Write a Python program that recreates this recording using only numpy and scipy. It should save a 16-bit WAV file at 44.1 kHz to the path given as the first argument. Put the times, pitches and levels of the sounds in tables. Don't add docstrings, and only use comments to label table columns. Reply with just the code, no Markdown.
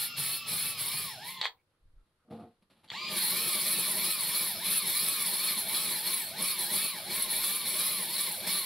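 import sys
import numpy as np
from scipy import signal
from scipy.fft import rfft, irfft, next_fast_len
from scipy.io import wavfile
from scipy.ndimage import uniform_filter1d

SR = 44100
rng = np.random.default_rng(int(sys.argv[2]) if len(sys.argv) > 2 else 0)


def generate_wav(sig):
    pcm = np.round(np.clip(np.atleast_2d(sig).T, -1, 1) * 32767).astype(np.int16)
    wavfile.write(sys.argv[1], SR, pcm)


N = 381799
TIME = np.arange(N) / SR


def amp(db):
    return 10 ** (np.asarray(db) / 20)


def unit(x):
    return x / np.sqrt(np.mean(x ** 2) + 1e-20)


def read(points, hz):
    f, value = np.transpose(points)
    return np.interp(np.log(hz + 1), np.log(f + 1), value)


def level(rows):
    return amp(np.interp(TIME, *np.transpose(rows)))


def colour(x, points, size=4096):
    log_gain = np.log(amp(read(points, abs(np.fft.fftfreq(size, 1 / SR)))))
    taps = np.fft.ifft(np.exp(np.conj(signal.hilbert(log_gain)))).real
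    return signal.oaconvolve(x, taps / np.linalg.norm(taps))[:N]


def wander(rate_hz):
    size = next_fast_len(N)
    hz = np.fft.rfftfreq(size, 1 / SR)
    spectrum = rfft(rng.standard_normal(size)) / (1 + (hz / rate_hz) ** 4)
    return unit(irfft(spectrum, size)[:N])


def grains(per_s, spread_db):
    size = amp(spread_db * np.minimum(rng.exponential(1, N), 4))
    return unit(size * rng.choice([-1, 1], N) * (rng.random(N) < per_s / SR))


def ring(x, modes):
    out = np.zeros(N)
    for hz, width, db in modes:
        out += amp(db) * unit(signal.lfilter(*signal.iirpeak(hz, hz / width, SR), x))
    return unit(out)


def bursts(rows, soft=0.098):
    out = np.zeros(N)
    for s, db, length in rows:
        swell = signal.windows.tukey(max(round(length * SR), 8), soft)
        out[round(s * SR):][:len(swell)] += amp(db) * swell
    return out


def shifting(x, patchy_db, size=7):
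    z = signal.stft(x, SR, nperseg=1024, noverlap=768)[2]
    patches = uniform_filter1d(rng.standard_normal(z.shape), size, axis=0)
    patches = unit(uniform_filter1d(patches, size, axis=1))
    return unit(signal.istft(z * amp(patchy_db * patches), SR, nperseg=1024, noverlap=768)[1][:N])


# trigger pulled t/s, trigger released t/s
POWERED_RUNS = [(-1, 1.418), (2.916, 8.8)]


def trigger(ramp_s=0.0152):
    return sum(np.clip(np.minimum(TIME - on, off - TIME) / ramp_s + .5, 0, 1) for on, off in POWERED_RUNS)


def since_pull():
    pulls = np.array(POWERED_RUNS)[:, 0]
    return TIME - pulls[np.searchsorted(pulls[1:], TIME)]


# t/s, rotation at the turn f/Hz,
# rotation in mid-stroke f/Hz, relative bore pressure level/dB, relative gear whine level/dB
STROKES = [(-.172, 295, 350, -1, -4), (.266, 318, 340, -2, -3), (.56, 297, 345, -2, -3),
           (.842, 268, 315, -3, -2), (1.175, 176, 280, -3.5, -2), (1.444, 240, 240, 0, -3),
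           (2.916, 300, 306, 1, 1), (3.268, 235, 324, .5, 1), (3.61, 270, 330, .5, -.5),
           (3.952, 222, 333, 0, .5), (4.262, 225, 325, 0, -.5), (4.568, 145, 357, 1.5, 1),
           (4.878, 232, 320, .5, -.5), (5.31, 225, 328, -.5, -.5), (5.644, 175, 332, -1, -.5),
           (5.996, 205, 280, -2, -2), (6.304, 140, 322, .5, 0), (6.66, 190, 335, 1, -.5),
           (7.024, 148, 280, 0, -2), (7.348, 222, 297, -1, -1), (7.728, 258, 320, -.5, -1),
           (8.066, 208, 300, -1.5, -1), (8.394, 135, 322, 0, 0), (8.674, 230, 320, 0, -1)]
SAG_S, SAG_POWER = .2, 1.8
SPIN_UP_S, START_SHARE = .026, .3


def motor_speed(size=900):
    start, slow, fast = np.transpose(STROKES)[:3]
    k = np.searchsorted(start[1:-1], TIME)
    speed = fast[k]
    for turn in (k, k + 1):
        sag = np.maximum(1 - abs(TIME - start[turn]) / SAG_S, 0) ** SAG_POWER
        speed = speed - (fast[k] - slow[turn]) * sag
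    spin_up = 1 - (1 - START_SHARE) * np.exp(-since_pull() / SPIN_UP_S)
    return uniform_filter1d(speed, size) * spin_up


def per_stroke(axis, size=2200):
    rows = np.asarray(STROKES)
    return uniform_filter1d(rows[np.searchsorted(rows[1:, 0], TIME), axis], size)


# least grip t/s, letting-go time/s, loss of grip level/dB
LIFTS = [(0.14, 0.049, 55), (0.446, 0.054, 30), (0.766, 0.04, 15.5), (1.213, 0.12, 23.5),
         (1.415, 0.085, 33), (3.004, 0.21, 45.5), (4.181, 0.032, 6.9), (4.61, 0.091, 12),
         (4.842, 0.051, 8.5), (5.192, 0.041, 2), (5.57, 0.033, 4.5), (5.666, 0.048, 7), (6.026, 0.057, 3),
         (6.359, 0.095, 15), (6.574, 0.041, 8.5), (6.695, 0.065, 5.5), (6.949, 0.059, 9.5),
         (7.063, 0.12, 14.5), (7.281, 0.047, 8), (7.636, 0.045, 6.5), (8.07, 0.134, 4), (8.439, 0.1, 10.5),
         (8.65, 0.04, 6)]
BITE_SHARE = 0.46


def slack():
    loose = np.zeros(N)
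    for s, length, db in LIFTS:
        side_s = np.where(TIME < s, length, BITE_SHARE * length)
        loose += db * np.exp(-((TIME - s) / side_s) ** 2)
    return loose


SURGE_S = 0.26


def gear_levels(speed, full_hz=300, free_whine=.09, free_rattle=0.14, labour_db=9, surge_rattle_db=10.5,
                load_db=-3.74):
    loose = slack()
    surge = np.exp(-(since_pull() / SURGE_S) ** 2)
    whine = per_stroke(axis=4) + free_whine * loose + labour_db * (1 - speed / full_hz)
    rattle = load_db - free_rattle * loose + surge_rattle_db * surge
    return amp(whine), amp(rattle)


# f/rotation, relative level/dB, unsteadiness/1
ORDERS = [(.7, -59.5, .4), (3.5, -55.5, .51), (4.03, -51.5, .4), (7, -60.5, .9), (7.5, -61, .62),
          (7.95, -46.5, .3), (13.3, -59, 1.9), (16, -49.5, .6)]
# f/Hz, level/dB
RADIATION = [(150, -3.5), (550, 2.5), (950, 0.5), (1200, 1.5), (1380, -5), (1750, 1), (2300, -2.5),
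             (2850, 2.5), (3400, 12), (4600, -2), (4880, 1.5), (5200, -18), (5450, -15.5)]
SOFTENING = .42


def gear_whine(speed, turns, pace):
    whine = np.zeros(N)
    for order, db, shake in ORDERS:
        swell = 1 + shake * wander(45)
        tone = unit(swell * np.cos(2 * np.pi * order * turns + shake * wander(35) / pace))
        softness = np.minimum(pace, 1) ** (SOFTENING * order)
        whine += amp(db + read(RADIATION, order * speed)) * softness * tone
    return whine


# f/Hz, relative level/dB
HOUSING = [(100, -33.5), (300, -10), (800, -10), (1500, -22), (2200, 3.5), (3200, 9.5), (4600, 3.5),
           (5600, -14.5), (7000, -7.5), (10500, -25.5), (15500, -25)]
RATTLE_POWER = 1.2


def tooth_rattle(turns, pace, rattle_db=-42, tooth_depth=0.75):
    teeth = grains(9000, 2.6) * (1 + tooth_depth * np.cos(2 * np.pi * turns))
    return amp(rattle_db) * colour(unit(teeth), HOUSING) * pace ** RATTLE_POWER


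def drill(speed, full_hz=300, jitter=.004):
    pace = speed / full_hz
    turns = np.cumsum(speed * (1 + jitter * wander(60.2) / pace ** 2)) / SR
    whine_gain, rattle_gain = gear_levels(speed)
    return gear_whine(speed, turns, pace) * whine_gain + tooth_rattle(turns, pace) * rattle_gain


# t/s, rise of the scraping level/dB, easing time/s
CATCHES = [(.47, 0, 0.037), (.785, 0, 0.02), (3.158, 2.5, 0.061), (3.355, 1.5, .05), (3.665, 1.5, .07),
           (4.035, 4.5, 0.026), (4.335, 3, 0.074), (4.87, 1, 0.055), (5.23, -1, 0.034), (5.465, 3, .04),
           (5.735, 4, 0.064), (6.055, 4, 0.07), (6.41, 0, 0.045), (6.74, 6, 0.019), (7.1, 7, 0.018),
           (7.31, 0.5, .04), (7.43, 4, 0.053), (7.685, -0.5, .04), (7.775, 3, 0.1), (8.18, 5, 0.03),
           (8.463, 8.5, .04)]
DIG_S = .012


def digging():
    dig = np.zeros(N)
    for s, db, ease in CATCHES:
        dig += db * np.clip((TIME - s) / DIG_S, 0, 1) * np.exp(-((TIME - s) / ease) ** 2)
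    return dig


BITE_DB_PER_S = 135.5


def contact_levels(hiss_db=-33.5, hiss_dig=0.72, rasp_db=-34.0, rasp_drop_db=15, rasp_knee_db=24,
                   rasp_jolt_db=1.5, shake_db=-46.0, shake_drop_db=6, shake_dig=1.1, shake_jolt_db=0.5,
                   shake_lull_db=7, lurch_db=2.6, lurch_hz=12):
    press, loose, dig = per_stroke(axis=3), slack(), digging()
    free = np.tanh(loose / rasp_knee_db)
    jolt = np.tanh(-np.gradient(loose) * SR / BITE_DB_PER_S)
    hiss = hiss_db + press - loose + hiss_dig * dig
    rasp = rasp_db + press - rasp_drop_db * free + rasp_jolt_db * jolt + dig
    shake_jolt = np.where(jolt > 0, shake_jolt_db, shake_lull_db) * jolt
    shake = shake_db + press - shake_drop_db * free + shake_jolt + shake_dig * dig
    return amp(hiss), amp(rasp), amp(shake + lurch_db * wander(lurch_hz))


# f/Hz, relative level/dB
BEADS = [(4500, -24.5), (6500, -33), (7400, -11.5), (8100, -3.5), (8600, -8), (9600, 3), (11200, 3.5),
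         (12200, 3.5), (13100, -6.5), (14000, -1), (15900, -9)]
# f/Hz, bandwidth/Hz, relative level/dB
LINER = [(9770, 150, -6.5), (10740, 500, 0.5), (10850, 55, 7), (12500, 120, -5.5), (12840, 110, 0.5),
         (15660, 60, -16)]


def bead_hiss(pressure, beads_db=-1.5, liner_db=-3, squeak_db=1.5):
    slips = pressure * grains(16000, 3.1)
    hiss = amp(beads_db) * colour(shifting(slips, patchy_db=4.5), BEADS)
    squeak = amp(liner_db) * ring(slips * amp(squeak_db * wander(60)), LINER)
    return hiss + squeak


# f/Hz, relative level/dB
WALL = [(400, -30.5), (700, -18), (1200, -14), (1520, -14.5), (1820, -15), (1980, -10), (2280, -7),
        (2750, -12), (3150, -8.5), (3400, -4.5), (3750, -0.5), (4310, 8.5), (4750, -16.5), (5200, -4.5),
        (5900, -17.5), (8000, -37.5)]
# f/Hz, bandwidth/Hz, relative level/dB
CASTING = [(1843, 79, -13.5), (2294, 110, -5.5), (3464, 88, -8), (4306, 130, 4), (5260, 29, -18.5)]


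def wall_rasp(pressure, wall_db=-3.0, casting_db=-6):
    scrapes = shifting(pressure * grains(7000, 2.5), patchy_db=2.5)
    return amp(wall_db) * colour(scrapes, WALL) + amp(casting_db) * ring(scrapes, CASTING)


# f/Hz, relative level/dB
BENCH_PLACES = [
    [(30, -34.5), (70, -23), (108, 2.5), (175, 4.5), (215, -8), (240, -2.5), (315, -18.5), (415, -1.5),
     (530, -13.5), (625, -7), (690, -12), (830, -7), (1000, -18), (1400, -31)],
    [(30, -37), (80, -20), (125, -13), (185, 1), (225, -1), (282, -14.5), (345, -3.5), (470, -5),
     (570, -12.5), (622, -1), (680, -18.5), (850, -8.5), (1000, -10.5), (1400, -24.5)],
]
# f/Hz, bandwidth/Hz, relative level/dB
BENCH_BOOMS = [(116, 14, -13), (203, 15, -14.5)]


def bench_shake(pressure, bench_db=-3.5):
    knocks = pressure * grains(2000, 1.6)
    places = []
    for body, (hz, width, db) in zip(BENCH_PLACES, BENCH_BOOMS):
        boom = amp(db) * ring(knocks, [(hz, width, 0)])
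        places.append(amp(bench_db) * colour(knocks, body) + boom)
    return np.where(TIME < SHOVE[0][0], *places)


# t/s, relative level/dB, length/s
CHIRPS = [(4.232, -32, .008), (4.871, -29, 0.0075), (4.995, -38, 0.0088), (5.217, -30, 0.013),
          (6.421, -27.5, 0.0078), (6.59, -29, 0.0076), (6.761, -29, 0.0077), (7.222, -26, 0.0063),
          (7.303, -31, 0.015), (7.797, -30, 0.0067), (8.024, -34, 0.0095)]


def liner_chirps():
    phase = 2 * np.pi * LINER[2][0] * TIME + 1.0 * wander(150)
    return bursts(CHIRPS) * unit(np.sin(phase))


def hone(speed, gearing=18.0, swing_db=-0.52, chatter_db=-0.13):
    hiss_gain, rasp_gain, shake_gain = contact_levels()
    chuck = 2 * np.pi * np.cumsum(speed) / SR / gearing
    pressure = unit(amp(swing_db * np.sin(chuck) + chatter_db * wander(220)))
    bore = bead_hiss(pressure) * hiss_gain + wall_rasp(pressure) * rasp_gain
    return bore + bench_shake(pressure) * shake_gain + liner_chirps()


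def stem(ring_hz=5140, width_hz=60, ring_db=-51.0, fade_s=1.2, fade_len_s=0.19):
    inside = np.clip((fade_s - TIME) / fade_len_s + .5, 0, 1)
    return amp(ring_db) * inside * ring(grains(6200, 2.1), [(ring_hz, width_hz, 0)])


# f/Hz, relative level/dB
AIR = [(25, -5), (58, -5.5), (80, 0), (120, -1.5), (250, -9.5), (490, -9), (720, -18), (1200, -14.5),
       (1700, -31), (4300, -36.5), (6500, -43), (10600, -26.5), (15000, -49.5)]
# t/s, relative level/dB, length/s
RUMBLE = [(1.8, -58.5, 0.26), (7.08, -65, .5)]


def background(air_db=-79):
    rumble_hz = [(8, -10.0), (17, -3), (35, -3), (60, -12), (110, -22.0), (400, -52.0), (2000, -83)]
    rocking = colour(rng.standard_normal(N), rumble_hz)
    return amp(air_db) * colour(rng.standard_normal(N), AIR) + rocking * bursts(RUMBLE, soft=0.45)


# f/Hz, sixty-decibel decay time/s
GARAGE = [(150, 0.12), (600, 0.23), (2000, 0.13), (4000, 0.13), (10000, 0.12), (16000, 0.39)]


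def tail(size=24000, spacing=20):
    taps = np.zeros(size)
    at = np.arange(6 * spacing, size - spacing, spacing)
    taps[at + rng.integers(0, spacing, len(at))] = rng.choice([-1., 1.], len(at))
    hz, t, z = signal.stft(taps, SR, nperseg=256)
    decay = amp(-60 * t / read(GARAGE, hz)[:, None])
    out = signal.istft(z * decay, SR, nperseg=256)[1]
    return out / np.linalg.norm(out)


def reflections(x, speed, stroke_hz=110):
    angle = speed / stroke_hz
    return sum(signal.oaconvolve(x * share, tail())[:N] for share in (np.cos(angle), np.sin(angle)))


# t/s, chuck ring level/dB, case knock level/dB,
# both before the common gains
CLACKS = [(1.414, -17, -19.5), (1.4232, -35, -43.5), (1.429, -25, -21.5), (1.438, -27, -24),
          (1.444, -25, -24), (1.447, -21, -28), (1.455, -22, -13), (1.459, -29, -34), (1.4653, -22.5, -33),
          (1.472, -32, -27), (2.878, -50, -58), (2.887, -45, -54), (2.895, -47, -50), (2.9022, -25.5, -32),
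          (2.917, -44, -27)]


def blows(axis, buzz_db=-22, buzz_s=0.0066, lead_s=0.0011, size=2400):
    force = np.zeros(N)
    strike = size // 10
    t = (np.arange(size) - strike) / SR
    for row in CLACKS:
        blow = amp(buzz_db) * rng.standard_normal(size) * np.exp(-np.maximum(t / buzz_s, -t / lead_s))
        blow[strike] += 1
        force[round(row[0] * SR) - strike:][:size] += amp(row[axis]) * blow
    return force


# f/Hz, bandwidth/Hz, relative level/dB
CHUCK = [(3240, 350, 6), (3900, 530, 3.5), (4480, 150, 7), (8200, 700, -20)]
# f/Hz, relative level/dB
CASE_KNOCK = [(150, -45.5), (450, -3.5), (1000, 4), (1500, -4), (2100, 8), (2600, -2), (3400, -7),
              (4500, -9), (5400, -27), (8000, -28.5), (15000, -29.5)]


def clacks(ring_db=19, knock_db=6):
    force = blows(axis=1)
    steel = np.zeros(N)
    for k, (hz, width, db) in enumerate(CHUCK):
        mode = signal.lfilter(*signal.iirpeak(hz, hz / width, SR), force)
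        steel += (-1) ** k * amp(db) * mode
    return amp(ring_db) * steel + amp(knock_db) * colour(blows(axis=2), CASE_KNOCK)


# t/s, relative level/dB, length/s, f/Hz
CLINKS = [(1.563, -80.5, 0.067, 2230), (1.728, -83, .05, 1300), (1.86, -91, .04, 1680),
          (1.968, -80, .06, 1300), (2.19, -78.5, 0.07, 1320)]


def clinks(width_hz=130):
    out = np.zeros(N)
    for s, db, length, hz in CLINKS:
        quiver = ring(rng.standard_normal(N), [(hz, width_hz, 0)])
        out += bursts([(s, db, length)], soft=0.5) * quiver
    return out


# t/s, relative level/dB, rise/s, decay/s
TOUCHES = [(1.688, -78, .02, 0.034), (2.02, -82, 0.036, 0.16), (2.299, -58.5, .014, 0.092),
           (2.396, -66, .004, 0.026), (2.615, -69, 0.013, .012), (2.698, -61.5, 0.0051, 0.049),
           (2.76, -72, 0.022, 0.11), (2.832, -57.5, .012, 0.02), (2.88, -69, 0.018, 0.017)]
# f/Hz, relative level/dB
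TOUCH = [(60, -21), (190, 17.5), (350, 0), (800, 4.5), (1600, -3), (4200, -2.5), (6500, -25), (11000, -9),
         (15000, -39)]


def brushes():
    contact = np.zeros(N)
    for s, db, rise, decay in TOUCHES:
        swell = np.clip((TIME - s) / rise, 0, 1)
        contact += amp(db) * swell * np.exp(-np.maximum(TIME - s - rise, 0) / decay)
    return colour(contact * grains(5000, 2.3), TOUCH)


# t/s, relative level/dB
SHOVE = [(2.25, -75), (2.3, -56.5), (2.316, -39.5), (2.35, -45.5), (2.385, -49.5), (2.42, -46.5),
         (2.465, -51), (2.49, -64), (2.53, -75)]
# f/Hz, bandwidth/Hz, relative level/dB
BENCH_TOP = [(110.4, 24, -6), (186, 46, -4), (226, 31, 5), (335, 63, -3.5), (463, 24, 2), (620, 22, -4),
             (706, 33, 2), (760, 46, -17), (874, 20, -30), (1180, 180, 4)]


def shove():
    body = [(50, -28), (110, 6.5), (850, -1.5), (1600, -17.5), (5000, -29)]
    judder = colour(ring(grains(700, 2.0), BENCH_TOP), body)
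    sliding = (TIME > SHOVE[0][0]) & (TIME < SHOVE[-1][0])
    return unit(judder) * level(SHOVE) * sliding


# f/Hz, side-signal gain level/dB
WIDTH = [(60, -19.5), (160, -57), (300, -28), (600, -19), (1200, -15.5), (2400, -7.5), (4400, -6.5),
         (7200, 5), (8800, -11), (10800, -20.5), (13000, -13.5), (15500, -27)]


def scene(wet_db=-6):
    speed = motor_speed()
    powered = trigger() * (drill(speed) + hone(speed) + stem())
    dry = powered + background() + clacks() + clinks() + brushes() + shove()
    mid = (dry + amp(wet_db) * reflections(dry, speed)) / np.hypot(1, amp(wet_db))
    size = next_fast_len(N)
    spread = amp(read(WIDTH, np.fft.rfftfreq(size, 1 / SR)))
    side = irfft(rfft(reflections(dry, speed), size) * spread, size)[:N]
    return np.array([mid + side, mid - side])


# f/Hz, relative level/dB
MICROPHONE_HISS = [(25, 5.5), (200, -11), (800, -8.5), (1400, -3.5), (2500, -10.5), (4300, -9),
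                   (5600, -16.5), (7000, -21.5), (11000, -14.5), (15000, -40)]
EDGE_HZ = 15760


def record(dry, hiss_db=-82):
    hiss = amp(hiss_db) * np.array([colour(rng.standard_normal(N), MICROPHONE_HISS) for _ in dry])
    taps = signal.firwin(801, EDGE_HZ, window=("kaiser", 9), fs=SR)
    return signal.oaconvolve(dry + hiss, taps[None], "same")


dry = scene()
out = record(dry)
generate_wav(out)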